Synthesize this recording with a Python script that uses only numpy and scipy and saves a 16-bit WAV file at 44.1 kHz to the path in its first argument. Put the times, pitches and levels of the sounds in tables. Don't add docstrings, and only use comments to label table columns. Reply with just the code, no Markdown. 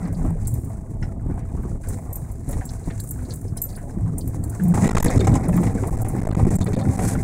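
import sys
import numpy as np
from scipy import signal
from scipy.fft import rfft, irfft, next_fast_len
from scipy.io import wavfile
from scipy.ndimage import uniform_filter1d

SR = 44100
rng = np.random.default_rng(int(sys.argv[2]) if len(sys.argv) > 2 else 0)


def generate_wav(sig):
    pcm = np.round(np.clip(np.atleast_2d(sig).T, -1, 1) * 32767).astype(np.int16)
    wavfile.write(sys.argv[1], SR, pcm)


N = 318843
TIME = np.arange(N) / SR

# time in seconds, firing rate in Hz before its wander, level in dB.
ENGINE = [(0, 53, -30), (1.2, 51.54, -37.5), (2.3, 50.08, -40.5), (4.1, 51.28, -34), (4.9, 54.46, -33),
          (5.6, 53.07, -28), (6.3, 52.28, -30), (7.23, 52.76, -22.5)]
# multiple of the firing rate, level in dB.
ENGINE_ORDERS = [(1, -23), (2, -0.5), (3, -9.5), (4, -12), (5, -11)]
# time in seconds, pitch in Hz, level in dB.
WHINE = [(0, 663, -54), (0.9, 657, -54.5), (1.3, 665, -53.5), (2.0, 660, -58), (3.2, 660, -58),
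         (3.8, 682, -54.5), (4.4, 672, -56), (4.9, 740, -47), (5.3, 760, -42), (5.6, 765, -48),
         (6.7, 778, -42), (7.23, 783, -43)]

# time in seconds, level in dB.
BRUSH = [(6.9, -94), (6.99, -39.5), (7.05, -35.5), (7.09, -31.5), (7.14, -39), (7.18, -69), (7.23, -67)]
# frequency in Hz, level in dB.
BRUSH_COLOUR = [(700, -20), (1400, -1), (2200, -7), (3000, -16.5), (4000, -14), (6000, -6), (8500, 0.5),
                (11000, -5.5), (13500, -14), (16000, -30)]

# start in seconds, level in dB.
TICKS = [(0.052, -41), (0.147, -41), (0.454, -42), (1.393, -46), (1.653, -59), (1.837, -49), (1.933, -46),
         (2.691, -29.5), (2.998, -29.5), (3.25, -41), (3.306, -27.5), (3.48, -41), (3.574, -30.5),
         (3.689, -40), (3.702, -39), (3.727, -42), (3.752, -37.5), (3.911, -47), (4.209, -34), (4.438, -41)]
# frequency in Hz, width in Hz, level in dB.
TICK_MODES = [(3100, 93, -11), (4140, 140, -6), (4560, 640, 7), (5200, 280, 1), (5830, 490, -1)]
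# start in seconds, level in dB.
RATTLES = [(2.84, -42), (2.907, -37), (3.32, -33), (4.955, -22), (4.983, -14), (5.082, -21.5), (5.196, -25),
           (5.206, -20.5), (5.317, -37), (5.633, -43), (5.668, -43), (6.312, -32), (6.349, -44),
           (6.39, -45), (6.613, -29), (6.625, -30), (6.67, -28), (6.68, -48), (6.733, -30), (6.743, -41),
           (6.751, -20), (6.775, -51), (6.792, -32), (6.812, -31), (6.826, -56)]
# frequency in Hz, width in Hz, level in dB.
RATTLE_MODES = [(2670, 73, -16), (3300, 98, -3), (3670, 100, 9), (4160, 540, 7), (5100, 130, -20)]
# start in seconds, level in dB.
CLACKS = [(1.025, -35)]
# frequency in Hz, width in Hz, level in dB.
CLACK_MODES = [(824, 60, 2), (1450, 90, -1), (1740, 100, 0), (1950, 170, 0), (2780, 300, -10.5),
               (4010, 200, -15), (5400, 260, -7), (6100, 270, -14), (7300, 200, -20)]

# start in seconds, level in dB, centre in Hz.
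KNOCKS = [(0.056, -33, 1540), (0.25, -28, 1130), (0.275, -43, 1710), (0.662, -42, 1060), (1.231, -39, 900),
          (1.3, -46, 1410), (1.377, -27, 760), (1.391, -45, 1900), (1.574, -35, 1050), (1.635, -33, 990),
          (1.837, -35, 1560), (2.26, -41, 1000), (2.611, -28.5, 1650), (2.8, -48, 990), (2.9, -29.5, 1900),
          (3.188, -37.5, 1470), (3.775, -34, 1600), (4.06, -36, 1050), (4.597, -25.5, 1550),
          (4.67, -34, 860), (4.776, -14, 1060), (5.575, -15, 1110), (5.836, -21.5, 1020),
          (6.047, -34, 2100), (6.183, -39, 1950), (6.393, -16.5, 1000), (6.466, -29, 915),
          (6.992, -31, 1140), (7.151, -21, 1500)]
KNOCK_T60_S, KNOCK_DAMPING = 0.064, 0.58
MIDDLING_KNOCK_DB, KNOCK_HALVING_DB = -17, 8.5

# frequency in Hz, level in dB, ring time (t60) in seconds.
KEY_MODES = [(7650, -2, .12), (8380, -4, .025), (8890, -1, .035), (9430, -2, .035), (9760, -2, .025),
             (10250, -4, .03), (10700, -4, .025), (11820, -6, .035), (12035, -2, .06), (12085, -3, .06),
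             (12160, -4, .05), (12810, -6, .04), (13820, -3, .05), (14950, -5, .03), (15550, -5, .03)]
# start in seconds, ring level in dB, frequency rung hardest in Hz, scrape level in dB.
CLINKS = [(0.126, -48, 8700, -29), (0.471, -25, 7600, -13.5), (.539, -25, 12100, -24),
          (0.644, -43, 15500, -28.5), (1.886, -33, 8300, -17.5), (2.128, -20.5, 12040, -22),
          (2.155, -19, 13200, -20.5), (2.315, -43, 13800, -31), (2.488, -20.5, 10100, -25),
          (2.509, -33, 13800, -22), (2.653, -35, 7820, -22.5), (3, -27, 7650, -16.5),
          (3.036, -37, 13800, -23.5), (3.072, -32, 8400, -27), (3.089, -20, 9800, -25),
          (3.108, -14, 13300, -21), (3.336, -33, 9000, -20.5), (3.357, -35, 12100, -26),
          (3.412, -44, 12100, -32), (3.569, -17.5, 9700, -23), (3.617, -7.5, 12750, -14.5),
          (3.638, -13, 12000, -20.5), (3.76, -24.5, 9800, -29), (4.181, -12.5, 8900, -18.5),
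          (4.275, -27, 13200, -26), (4.437, -29, 8250, -23.5), (4.495, -46, 8480, -23),
          (4.634, -26, 13100, -24.5), (4.681, -27, 14970, -24.5), (5.001, -19, 8460, -28),
          (5.026, -15, 11600, -28), (5.043, -9, 10300, -31), (5.27, -21, 8300, -30),
          (5.353, -40, 8200, -32), (5.482, -26.5, 9200, -21), (5.564, -22, 14600, -23),
          (5.87, -40, 8890, -21), (6.016, -27, 13900, -23.5), (6.084, -16, 9700, -21),
          (6.554, -17.5, 8160, -22), (6.641, -25, 9700, -24)]
TOUCHES_PER_S, TOUCH_RING_DB, TOUCH_SCRAPE_DB = 4, 13, 21

# start in seconds, level in dB, pitch in Hz.
CLUNKS = [(0.251, -26, 625), (0.585, -28, 342), (1.3, -29, 387), (1.548, -29, 391), (1.652, -23, 354),
          (1.715, -28, 350), (2.494, -26.5, 565), (2.616, -28, 760), (2.879, -37, 393), (3.283, -32, 355),
          (3.452, -27.5, 384), (4.775, -19.5, 824), (4.853, -16.5, 474), (5.056, -12, 475),
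          (5.152, -15, 525), (5.212, -19, 420), (5.271, -12.5, 794), (5.297, -29, 335), (5.353, -17, 802),
          (5.491, -17.5, 598), (5.599, -18, 340), (5.665, -14.5, 321), (5.752, -14, 360),
          (5.787, -23.5, 500), (5.826, -17.5, 400), (5.838, -26.5, 710), (5.862, -26, 460),
          (6.004, -27, 686), (6.139, -20, 335), (6.252, -24.5, 436), (6.27, -21.5, 646), (6.379, -27, 420),
          (6.427, -19, 360), (6.467, -21, 387), (6.511, -25, 327), (6.682, -15, 413), (6.768, -17, 534),
          (6.99, -19, 760)]
# multiple of the pitch, level in dB.
CLUNK_MODES = [(.76, -4), (1, 4), (1.24, -4.5), (1.9, -17)]
CLUNK_T60_S, CLUNK_ATTACK_S, CLUNK_DB = 0.068, 0.0036, -0.5
REBOUND_S, REBOUND_DB = .016, -7.5

# start in seconds, level in dB, boom in Hz.
BUMPS = [(0.05, -13.5, 165), (1.292, -14, 163), (1.591, -15.5, 208), (1.652, -16, 174), (1.883, -19, 128),
         (2.48, -11, 138), (2.552, -16, 185), (2.874, -8.5, 148), (3.969, -9.5, 179), (4.598, -14, 176),
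         (4.648, -15, 177), (4.774, -7, 189), (4.852, -3.5, 186), (5.057, -1.5, 172), (5.168, 3, 125),
         (5.293, -1, 158), (5.501, -21, 169), (5.752, -7, 186), (6.428, 1.5, 119), (6.465, -0.5, 194),
         (6.873, -2, 112), (6.895, -7, 123)]
# start in seconds, length in seconds, pitch in Hz, level in dB.
WASHBOARD = [(0.01, 0.31, 168.4, -30), (0.451, 0.15, 113, -27), (0.912, 0.11, 105.3, -30),
             (1.296, 0.069, 166, -31), (4.031, 0.096, 160.1, -26), (4.585, 0.14, 176, -18.5),
             (4.761, 0.19, 190, -19.5), (5.474, 0.11, 179, -16.5), (6.365, 0.29, 185, -23.5),
             (6.704, 0.62, 181.5, -30.5)]

# start in seconds, thud level in dB, crack level in dB.
STRIKES = [(2.4914, -42, -58), (2.5294, -32.5, -44), (2.8784, -39, -57), (2.9058, -37, -51),
           (4.738, -23, -52), (4.774, -27, -38), (4.8214, -22, -33), (4.844, -19.5, -35),
           (4.8554, -19.5, -33), (4.8661, -27, -36), (4.8759, -13.5, -31), (4.8907, -18, -34),
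           (4.91, -21, -35), (4.95, -20, -35), (4.968, -13.5, -30), (4.981, -19, -28), (5.001, -22, -31),
           (5.0267, -20.5, -31), (5.045, -20, -29), (5.0594, -37, -29), (5.0794, -36, -45),
           (5.104, -40, -33), (5.1574, -29.5, -35.5), (5.1752, -22, -33), (5.2048, -23, -33.5),
           (5.245, -27, -35), (5.2703, -20, -28), (5.3396, -29.5, -33), (5.3536, -24, -29.5),
           (5.49, -24, -53), (5.576, -29.5, -59), (5.6301, -22, -41), (5.6667, -25, -39), (5.695, -30, -48),
           (5.757, -34, -54), (5.834, -32, -55), (6.271, -36, -49), (6.3128, -28, -50),
           (6.3491, -26, -42.5), (6.394, -32, -52), (6.4383, -23.5, -53), (6.4504, -46, -49),
           (6.4668, -30, -50), (6.6117, -29.5, -34.5), (6.663, -26, -47), (6.7321, -38, -43),
           (6.7894, -30.5, -41), (6.9895, -23, -47)]
# frequency in Hz, width in Hz, level in dB.
THUD_MODES = [(425, 110, 9), (760, 230, 6), (996, 235, -5.5), (1206, 94, -3.5), (1604, 190, -7),
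              (1900, 100, -1), (2230, 64, -4.5)]
# frequency in Hz, width in Hz, level in dB.
STONE_MODES = [(2970, 250, -6), (3960, 650, -1.6), (5400, 250, -0.5), (7150, 1900, 5.5)]

# time in seconds, body sway in dB, wheel rumble in dB, crunch in dB.
RIDE = [(0.0, -29, -27, -36), (0.14, -29.5, -30.5, -41.5), (0.7, -35.5, -34.5, -47),
        (1.53, -31.5, -31.5, -45.5), (2.15, -35.5, -34, -45.5), (2.64, -33.5, -33.5, -46.5),
        (3.58, -37.5, -33, -46.5), (4.09, -34, -33.5, -40.5), (4.61, -37.5, -29, -41),
        (4.83, -42, -20, -29), (5.07, -18, -24, -29), (5.48, -34, -21.5, -34), (6.04, -26.5, -25.5, -35.5),
        (6.32, -28, -18.5, -31.5), (6.99, -35, -22.5, -36), (7.23, -19, -24, -39)]
# time in seconds, level in dB.
GRIT_LEVEL = [(0.0, -55.5), (0.6, -61.5), (0.72, -58.5), (1.01, -70), (1.43, -61.5), (1.83, -60.5),
              (2.5, -57.5), (2.66, -50.5), (3.58, -56), (4.03, -59.5), (4.61, -50), (4.95, -56.5),
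              (5.13, -57), (5.34, -64), (5.9, -46), (6.32, -57.5), (6.63, -37.5), (7.23, -49)]
SWAY_DB, RUMBLE_DB, CRUNCH_DB, GRIT_DB = 0.5, 1, -0.07, -5
# start in seconds, length in seconds,
# rise of the rumble in dB, rise of the crunch in dB, rise of the grit in dB.
PATCHES = [(0.19, 0.087, 5.5, 3, 4), (0.396, 0.26, 4.5, -1, 5), (0.894, 0.2, 3.5, 1.5, 6.5),
           (1.25, 0.08, 6.5, 4.5, -3), (1.51, 0.23, 4, 0, 3.5), (1.826, 0.12, 4.5, 3, 12.5),
           (2.469, 0.13, 6, 4.5, 8.5), (2.862, 0.018, 12, 6.5, 3), (3.276, 0.063, 5, 2.5, 5.5),
           (3.947, 0.2, 6.5, -2.5, -1.5), (4.199, 0.089, 4.5, -4.5, 2), (4.367, 0.11, 4.5, -3.5, -6),
           (4.73, 0.12, 3.5, 1, 14), (4.953, 0.12, 6.5, 1.5, -3), (5.126, 0.21, 6.5, 2.5, 9),
           (5.49, 0.19, 3, 1.5, 8.5), (6.374, 0.18, 1.5, 0, 1), (6.603, 0.22, -0.5, 2.5, -11),
           (6.84, 0.03, 3.5, 3.5, -10), (6.956, 0.19, 1, 4.5, -1)]
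PATCH_ATTACK_S, PATCH_RELEASE_S = 0.013, 0.054
SWAY_SHARE = 0.68

# frequency in Hz, level in dB per Hz.
SWAY = [(12, -30), (27, 4.5), (38, -2.5), (55, -5.5), (75, -3.5), (130, -70)]
# frequency in Hz, level in dB per Hz.
RUMBLE = [(35, -38), (60, -3), (80, -1), (105, 3.5), (135, -2), (178, -4.5), (220, -7), (255, -7.5),
          (310, -12), (400, -17.5), (510, -26), (620, -30), (1000, -72.5)]
# frequency in Hz, level in dB per Hz.
CRUNCH = [(250, -20), (450, 4), (570, 0), (760, 5.5), (920, -2), (1050, -2.5), (1400, -20), (2000, -17.5),
          (2450, -25), (3100, -47), (3900, -51), (5000, -45), (8000, -15.5), (15000, -37.5)]
# frequency in Hz, level in dB per Hz.
GRIT = [(2000, 1), (3200, -16), (4000, -9), (5000, -7), (6300, 1), (7700, 6), (9200, 3), (10300, 0),
        (11500, -15), (13500, -8.5), (16000, -13)]
# frequency in Hz, level in dB per Hz.
CRACK = [(1200, -9.5), (1650, 9.5), (2100, 11), (2550, 2), (2850, -17), (3200, -15), (3800, -5.5),
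         (4400, -8.5), (5400, -3), (7000, -3), (10000, -32)]
# frequency in Hz, width in Hz, level in dB.
PANELS = [(250, 11, -15), (506, 22, -1), (645, 14, -6)]
PANEL_DB = -27
THROW_SPURT_DB = 4.6
THROW_DB, THROW_GROWTH = 3.5, 1.6

CABIN_T60_S, CABIN_ECHO_DB = 0.077, 2.5

# start in seconds, end in seconds,
# blocked share of each shake (0 to 1).
OVERLOAD = [(4.731, 4.739, .42), (4.863, 4.867, .22), (4.88, 4.909, .5), (4.918, 4.95, .62),
            (4.957, 4.98, .52), (4.986, 5.0, .74), (5.009, 5.026, .9), (5.033, 5.057, .52),
            (5.184, 5.193, .42), (5.263, 5.271, .36), (5.735, 5.742, .3), (5.899, 5.908, .42),
            (5.961, 5.986, .42), (6.034, 6.047, .64), (6.205, 6.232, .52), (6.24, 6.29, .56),
            (6.297, 6.326, .44), (6.336, 6.37, .62), (6.439, 6.467, .55), (6.493, 6.506, .64),
            (6.568, 6.587, .96), (6.594, 6.606, .55), (6.635, 6.64, .22), (6.648, 6.658, .45),
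            (6.725, 6.732, .34), (6.752, 6.765, .64), (6.965, 6.99, .42)]
SHAKE_HZ, TOP_HZ = 53, 15700


def undb(db):
    return 10 ** (np.asarray(db) / 20)


def unit(x):
    return x / np.sqrt(np.mean(x ** 2))


def curves(table):
    s, *columns = np.transpose(table)
    return [np.interp(TIME, s, column) for column in columns]


def colour(x, points):
    hz, db = np.transpose(points)
    size = next_fast_len(N + SR // 2, True) // 2 * 2
    bins = np.maximum(np.arange(size // 2 + 1) * SR / size, 1)
    gain = undb(np.interp(np.log(bins), np.log(hz), db))
    cepstrum = irfft(np.log(gain))
    cepstrum[1:size // 2] *= 2
    cepstrum[size // 2 + 1:] = 0
    response = np.exp(rfft(cepstrum))
    return unit(irfft(rfft(x, size) * response)[:N])


def resonance(x, hz, width):
    return signal.lfilter(*signal.iirpeak(hz, hz / width, fs=SR), x)


def walk(rate):
    k = int(SR / rate)
    steps = np.repeat(rng.standard_normal(N // k + 1), k)
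    return unit(uniform_filter1d(steps, k)[:N])


def stones(rate, spread_db):
    chance, size, sign = rng.random(N), rng.exponential(size=N), rng.standard_normal(N)
    strength = undb(spread_db * np.minimum(size, 5))
    return unit((chance < rate / SR) * np.sign(sign) * strength)


def fade(t, t60):
    return np.exp(-np.log(1000) * t / np.maximum(t60, 1 / SR))


def add(track, s, sound):
    i = max(int(s * SR), 0)
    track[i:i + len(sound)] += sound[:N - i]


def wavering(hz, rate, steady):
    phase = 2 * np.pi * np.cumsum(np.broadcast_to(hz, N)) / SR
    in_phase = (steady + walk(rate)) * np.sin(phase)
    return unit(in_phase + walk(rate) * np.cos(phase))


def swell(start, length):
    hold = max(length - PATCH_ATTACK_S, 0)
    corners = np.cumsum([0, PATCH_ATTACK_S, hold, PATCH_RELEASE_S])
    return np.interp(TIME - start, corners, [0, 1, 1, 0])


def echoes(x, count=6):
    t, out = TIME[:SR // 16], x
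    place = rng.integers(count, size=N)
    for k in range(count):
        response = rng.standard_normal(len(t)) * fade(t, CABIN_T60_S)
        response = response / np.linalg.norm(response)
        out = out + undb(CABIN_ECHO_DB) * signal.oaconvolve(x * (place == k), response)[:N]
    return unit(out)


def struck(hits, modes, t60, gain_db, vary_db):
    out, t = np.zeros(N), TIME[:SR // 12]
    for s, db in hits:
        shape = fade(t, t60 * 2 ** (rng.random() - .5))
        chatter = rng.standard_normal(len(t)) * shape
        ring = 0
        for hz, width, mode_db in modes:
            mode = resonance(resonance(chatter, hz, width), hz, 3 * width)
            ring = ring + undb(mode_db + vary_db * rng.standard_normal()) * mode
        add(out, s, undb(db + gain_db) * unit(ring) * np.sqrt(np.mean(shape ** 2)))
    return out


def engine(rough_db=7.5, wander=0.01206):
    hz, db = curves(ENGINE)
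    phase = 2 * np.pi * np.cumsum(hz * (1 + wander * walk(8.2))) / SR
    hum = 0
    for order, order_db in ENGINE_ORDERS:
        level = undb(order_db + rough_db * walk(14))
        hum = hum + level * np.sin(round(order) * phase + 2 * np.pi * rng.random())
    return unit(hum) * undb(db)


def gearbox():
    hz, db = curves(WHINE)
    return wavering(hz, rate=40, steady=.8) * undb(db)


def brush():
    db, = curves(BRUSH)
    return colour(echoes(stones(rate=4300, spread_db=6.0)), BRUSH_COLOUR) * undb(db)


def fittings():
    ticks = struck(TICKS, TICK_MODES, t60=0.05, gain_db=-8.5, vary_db=7)
    rattles = struck(RATTLES, RATTLE_MODES, t60=0.045, gain_db=-11.0, vary_db=4.5)
    clacks = struck(CLACKS, CLACK_MODES, t60=0.095, gain_db=-0.5, vary_db=1)
    return ticks + rattles + clacks


def trim(width=0.3, gain_db=-11.5):
    out, t = np.zeros(N), TIME[:SR // 5]
    for s, db, hz in KNOCKS:
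        t60 = KNOCK_T60_S * (hz / 1000) ** -KNOCK_DAMPING
        t60 = t60 * 2 ** ((MIDDLING_KNOCK_DB - db) / KNOCK_HALVING_DB)
        shape = fade(t, t60)
        chatter = rng.standard_normal(len(t)) * shape
        knock = resonance(resonance(chatter, hz, hz * width), hz, 2 * hz * width)
        add(out, s, undb(db + gain_db) * unit(knock) * np.sqrt(np.mean(shape ** 2)))
    return out


def touches(grit_db, most_db=-55, spread_db=6):
    rows = []
    for when, size, mode in rng.random((int(TOUCHES_PER_S * N / SR), 3)):
        db = min(grit_db[int(when * N)], most_db) + spread_db * (size - .5)
        strongest_hz = KEY_MODES[int(mode * len(KEY_MODES))][0]
        rows.append((when * N / SR, db + TOUCH_RING_DB, strongest_hz, db + TOUCH_SCRAPE_DB))
    return rows


def keys(contacts, focus=0.05, others_db=-20, bounce_s=0.0044, bounce_db=-5, scrape_t60=0.035,
         tail_db=-23, tail_t60=0.81, ring_db=-5, scrape_db=-8, detune=0.0004, patter_db=1.5,
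         ring_rise_s=0.011, scrape_rise_s=0.014):
    rings, scrapes, t = np.zeros(N), np.zeros(N), TIME[:2 * SR // 3]
    hz, mode_db, t60 = np.transpose(KEY_MODES)[:, :, None]
    ring_t = TIME[:SR // 7]
    decays = fade(ring_t, t60)
    for s, db, strongest_hz, contact_db in contacts:
        hung_hz = hz * (1 + detune * rng.standard_normal(hz.shape))
        modes = np.sin(2 * np.pi * hung_hz * ring_t) * decays
        nearness = np.exp(-(np.log(hz / strongest_hz) / focus) ** 2)
        weight = undb(mode_db) * (undb(others_db) + nearness)
        ring = (weight * modes).sum(axis=0) / np.linalg.norm(weight)
        ring = ring * (1 - fade(ring_t, ring_rise_s))
        for k, late in enumerate(rng.random(size=3)):
            bounce = undb(db + ring_db + k * bounce_db) * ring
            add(rings, s + k * bounce_s * (.5 + .5 * late), bounce)
        shape = fade(t, scrape_t60) + undb(tail_db) * fade(t, tail_t60)
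        shape = shape * (1 - fade(t, scrape_rise_s))
        add(scrapes, s, undb(contact_db + scrape_db) * rng.standard_normal(len(t)) * shape)
    # (Hz, dB)
    metal = [(3000, -37), (5500, -20.5), (7200, -2.5), (9000, 2.5), (11000, -5.0),
             (13000, -8.5), (16000, -7), (19000, -59)]
    return rings + np.std(scrapes) * colour(scrapes, metal) * undb(patter_db * walk(200))


def suspension(detune=.03):
    out, t = np.zeros(N), TIME[:SR // 6]
    multiple, mode_db = np.transpose(CLUNK_MODES)[:, :, None]
    weight = undb(mode_db) / np.linalg.norm(undb(mode_db))
    shape = fade(t, CLUNK_T60_S) * (1 - fade(t, CLUNK_ATTACK_S))
    for s, db, hz in CLUNKS:
        for k in range(2):
            mode_hz = hz * multiple * (1 + detune * rng.standard_normal(multiple.shape))
            ring = (weight * np.sin(2 * np.pi * mode_hz * t)).sum(axis=0)
            when = s + k * REBOUND_S * (.5 + rng.random())
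            add(out, when, undb(db + CLUNK_DB + k * REBOUND_DB) * shape * ring)
    return out


def bumps(t60=0.05, overtone=1.83, overtone_db=-7):
    out, t = np.zeros(N), TIME[:SR // 4]
    for s, db, hz in BUMPS:
        boom = np.sin(2 * np.pi * hz * t) + undb(overtone_db) * np.sin(2 * np.pi * overtone * hz * t)
        add(out, s, -undb(db) * boom * fade(t, t60) * (1 - fade(t, 0.022)))
    return out


def washboard(ridge_rate=55, steady=.9):
    out = np.zeros(N)
    for s, length, hz, db in WASHBOARD:
        out += wavering(hz, ridge_rate, steady) * undb(db) * swell(s, length)
    return out


def underbody():
    s, thud_db, crack_db = np.transpose(STRIKES)
    thuds = struck(zip(s, thud_db), THUD_MODES, t60=0.06, gain_db=-2, vary_db=3)
    cracks = struck(zip(s, crack_db), STONE_MODES, t60=0.071, gain_db=0.0, vary_db=2.5)
    return thuds + cracks


def ride():
    sway_db, rumble_db, crunch_db = curves(RIDE)
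    grit_db, = curves(GRIT_LEVEL)
    rises = [np.outer(rises_db, swell(s, length)) for s, length, *rises_db in PATCHES]
    jolt_db, grind_db, spray_db = sum(rises)
    return (sway_db + SWAY_DB + SWAY_SHARE * jolt_db, rumble_db + RUMBLE_DB + jolt_db,
            crunch_db + CRUNCH_DB + grind_db, grit_db + GRIT_DB + spray_db)


def wheels(sway_db, rumble_db, hardening=0.32, deep_hz=130):
    travel_db = np.minimum(sway_db, -25)
    sway = colour(rng.standard_normal(N), SWAY) * undb(travel_db + 0.5)
    blows = stones(rate=400, spread_db=1.6) * undb(1.44 * walk(22))
    drumming = colour(blows, RUMBLE)
    lowpass = signal.butter(2, deep_hz, fs=SR, output="sos")
    deep = signal.sosfiltfilt(lowpass, drumming)
    tilt_db = hardening * (uniform_filter1d(rumble_db, SR // 3) + 21.0)
    tilted = deep * undb(-tilt_db) + (drumming - deep) * undb(.5 * tilt_db)
    return sway + tilted * undb(rumble_db - 0.5)


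def pebbles(level_db, rate, low_hz, high_hz, cycles, spread_db):
    out, t = np.zeros(N), TIME[:SR // 20]
    for when, pitch, length, size, upper in rng.random((int(rate * N / SR), 5)):
        hz = low_hz * (high_hz / low_hz) ** pitch
        second_hz = hz * (0.99 + 0.483 * upper)
        click = np.sin(2 * np.pi * hz * t) + 0.64 * np.sin(2 * np.pi * second_hz * t)
        shape = fade(t, cycles * (.5 + length) / hz) * (1 - fade(t, 6 / hz))
        db = level_db[int(when * N)] + spread_db * min(-np.log(1 - size), 3)
        add(out, when * N / SR, undb(db) * click * shape)
    return out


def gravel(crunch_db, grit_db):
    spurts = walk(55)
    coarse = stones(rate=600, spread_db=3.0) * undb(2.8 * spurts)
    panels = unit(sum(undb(db) * resonance(coarse, hz, width) for hz, width, db in PANELS))
    crunch = (colour(coarse, CRUNCH) + undb(PANEL_DB) * panels) * undb(crunch_db - 4.5)

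    fine = stones(rate=1200, spread_db=5.0) + .6 * rng.standard_normal(N)
    fine = fine * undb(1.6 * spurts + 2.0 * walk(25))
    hiss = colour(echoes(fine), GRIT) * undb(grit_db + 5.5) * undb(0.78 * walk(90))

    thudding = pebbles(crunch_db + 1.0, rate=45, low_hz=287.5, high_hz=735.5, cycles=42, spread_db=2.0)
    knocking = pebbles(crunch_db - 8, rate=60, low_hz=855.0, high_hz=1750, cycles=54, spread_db=2.6)
    ticking = pebbles(grit_db - 4, rate=45, low_hz=3700, high_hz=8000, cycles=70, spread_db=3.5)

    spray = stones(rate=220, spread_db=2.5) * undb(THROW_SPURT_DB * np.minimum(spurts, 2))
    thrown = colour(echoes(spray), CRACK) * undb(THROW_GROWTH * crunch_db + THROW_DB)
    return crunch + hiss + thudding + knocking + ticking + thrown


def scene():
    sway_db, rumble_db, crunch_db, grit_db = ride()
    drive = engine() + gearbox()
    loose_parts = fittings() + trim() + keys(CLINKS + touches(grit_db))
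    jolts = suspension() + bumps() + washboard() + underbody()
    ground = wheels(sway_db, rumble_db) + gravel(crunch_db, grit_db)
    cabin = drive + brush() + loose_parts + jolts + ground
    return cabin[None]


def record(dry, relax_s=0.006, edge_s=0.0002, leak_db=-23):
    blocked = np.zeros(N)
    for start, end, share in OVERLOAD:
        within = (TIME >= start) & (TIME < end)
        blocked[within & ((TIME - start) * SHAKE_HZ % 1 < share)] = 1
    soft_edged = uniform_filter1d(blocked, max(int(edge_s * SR), 1))
    passing = 1 - (1 - undb(leak_db)) * soft_edged
    sag = [1, -np.exp(-1 / (relax_s * SR))]
    changes = signal.lfilter(sag, [1], dry)
    heard = signal.lfilter([1], sag, passing * changes)
    rounded = np.tanh(1.262 * heard) / 1.318
    top_cut = signal.ellip(10, .2, 80, TOP_HZ, fs=SR, output="sos")
    return signal.sosfilt(top_cut, rounded)


dry = scene()
out = record(dry)
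generate_wav(out)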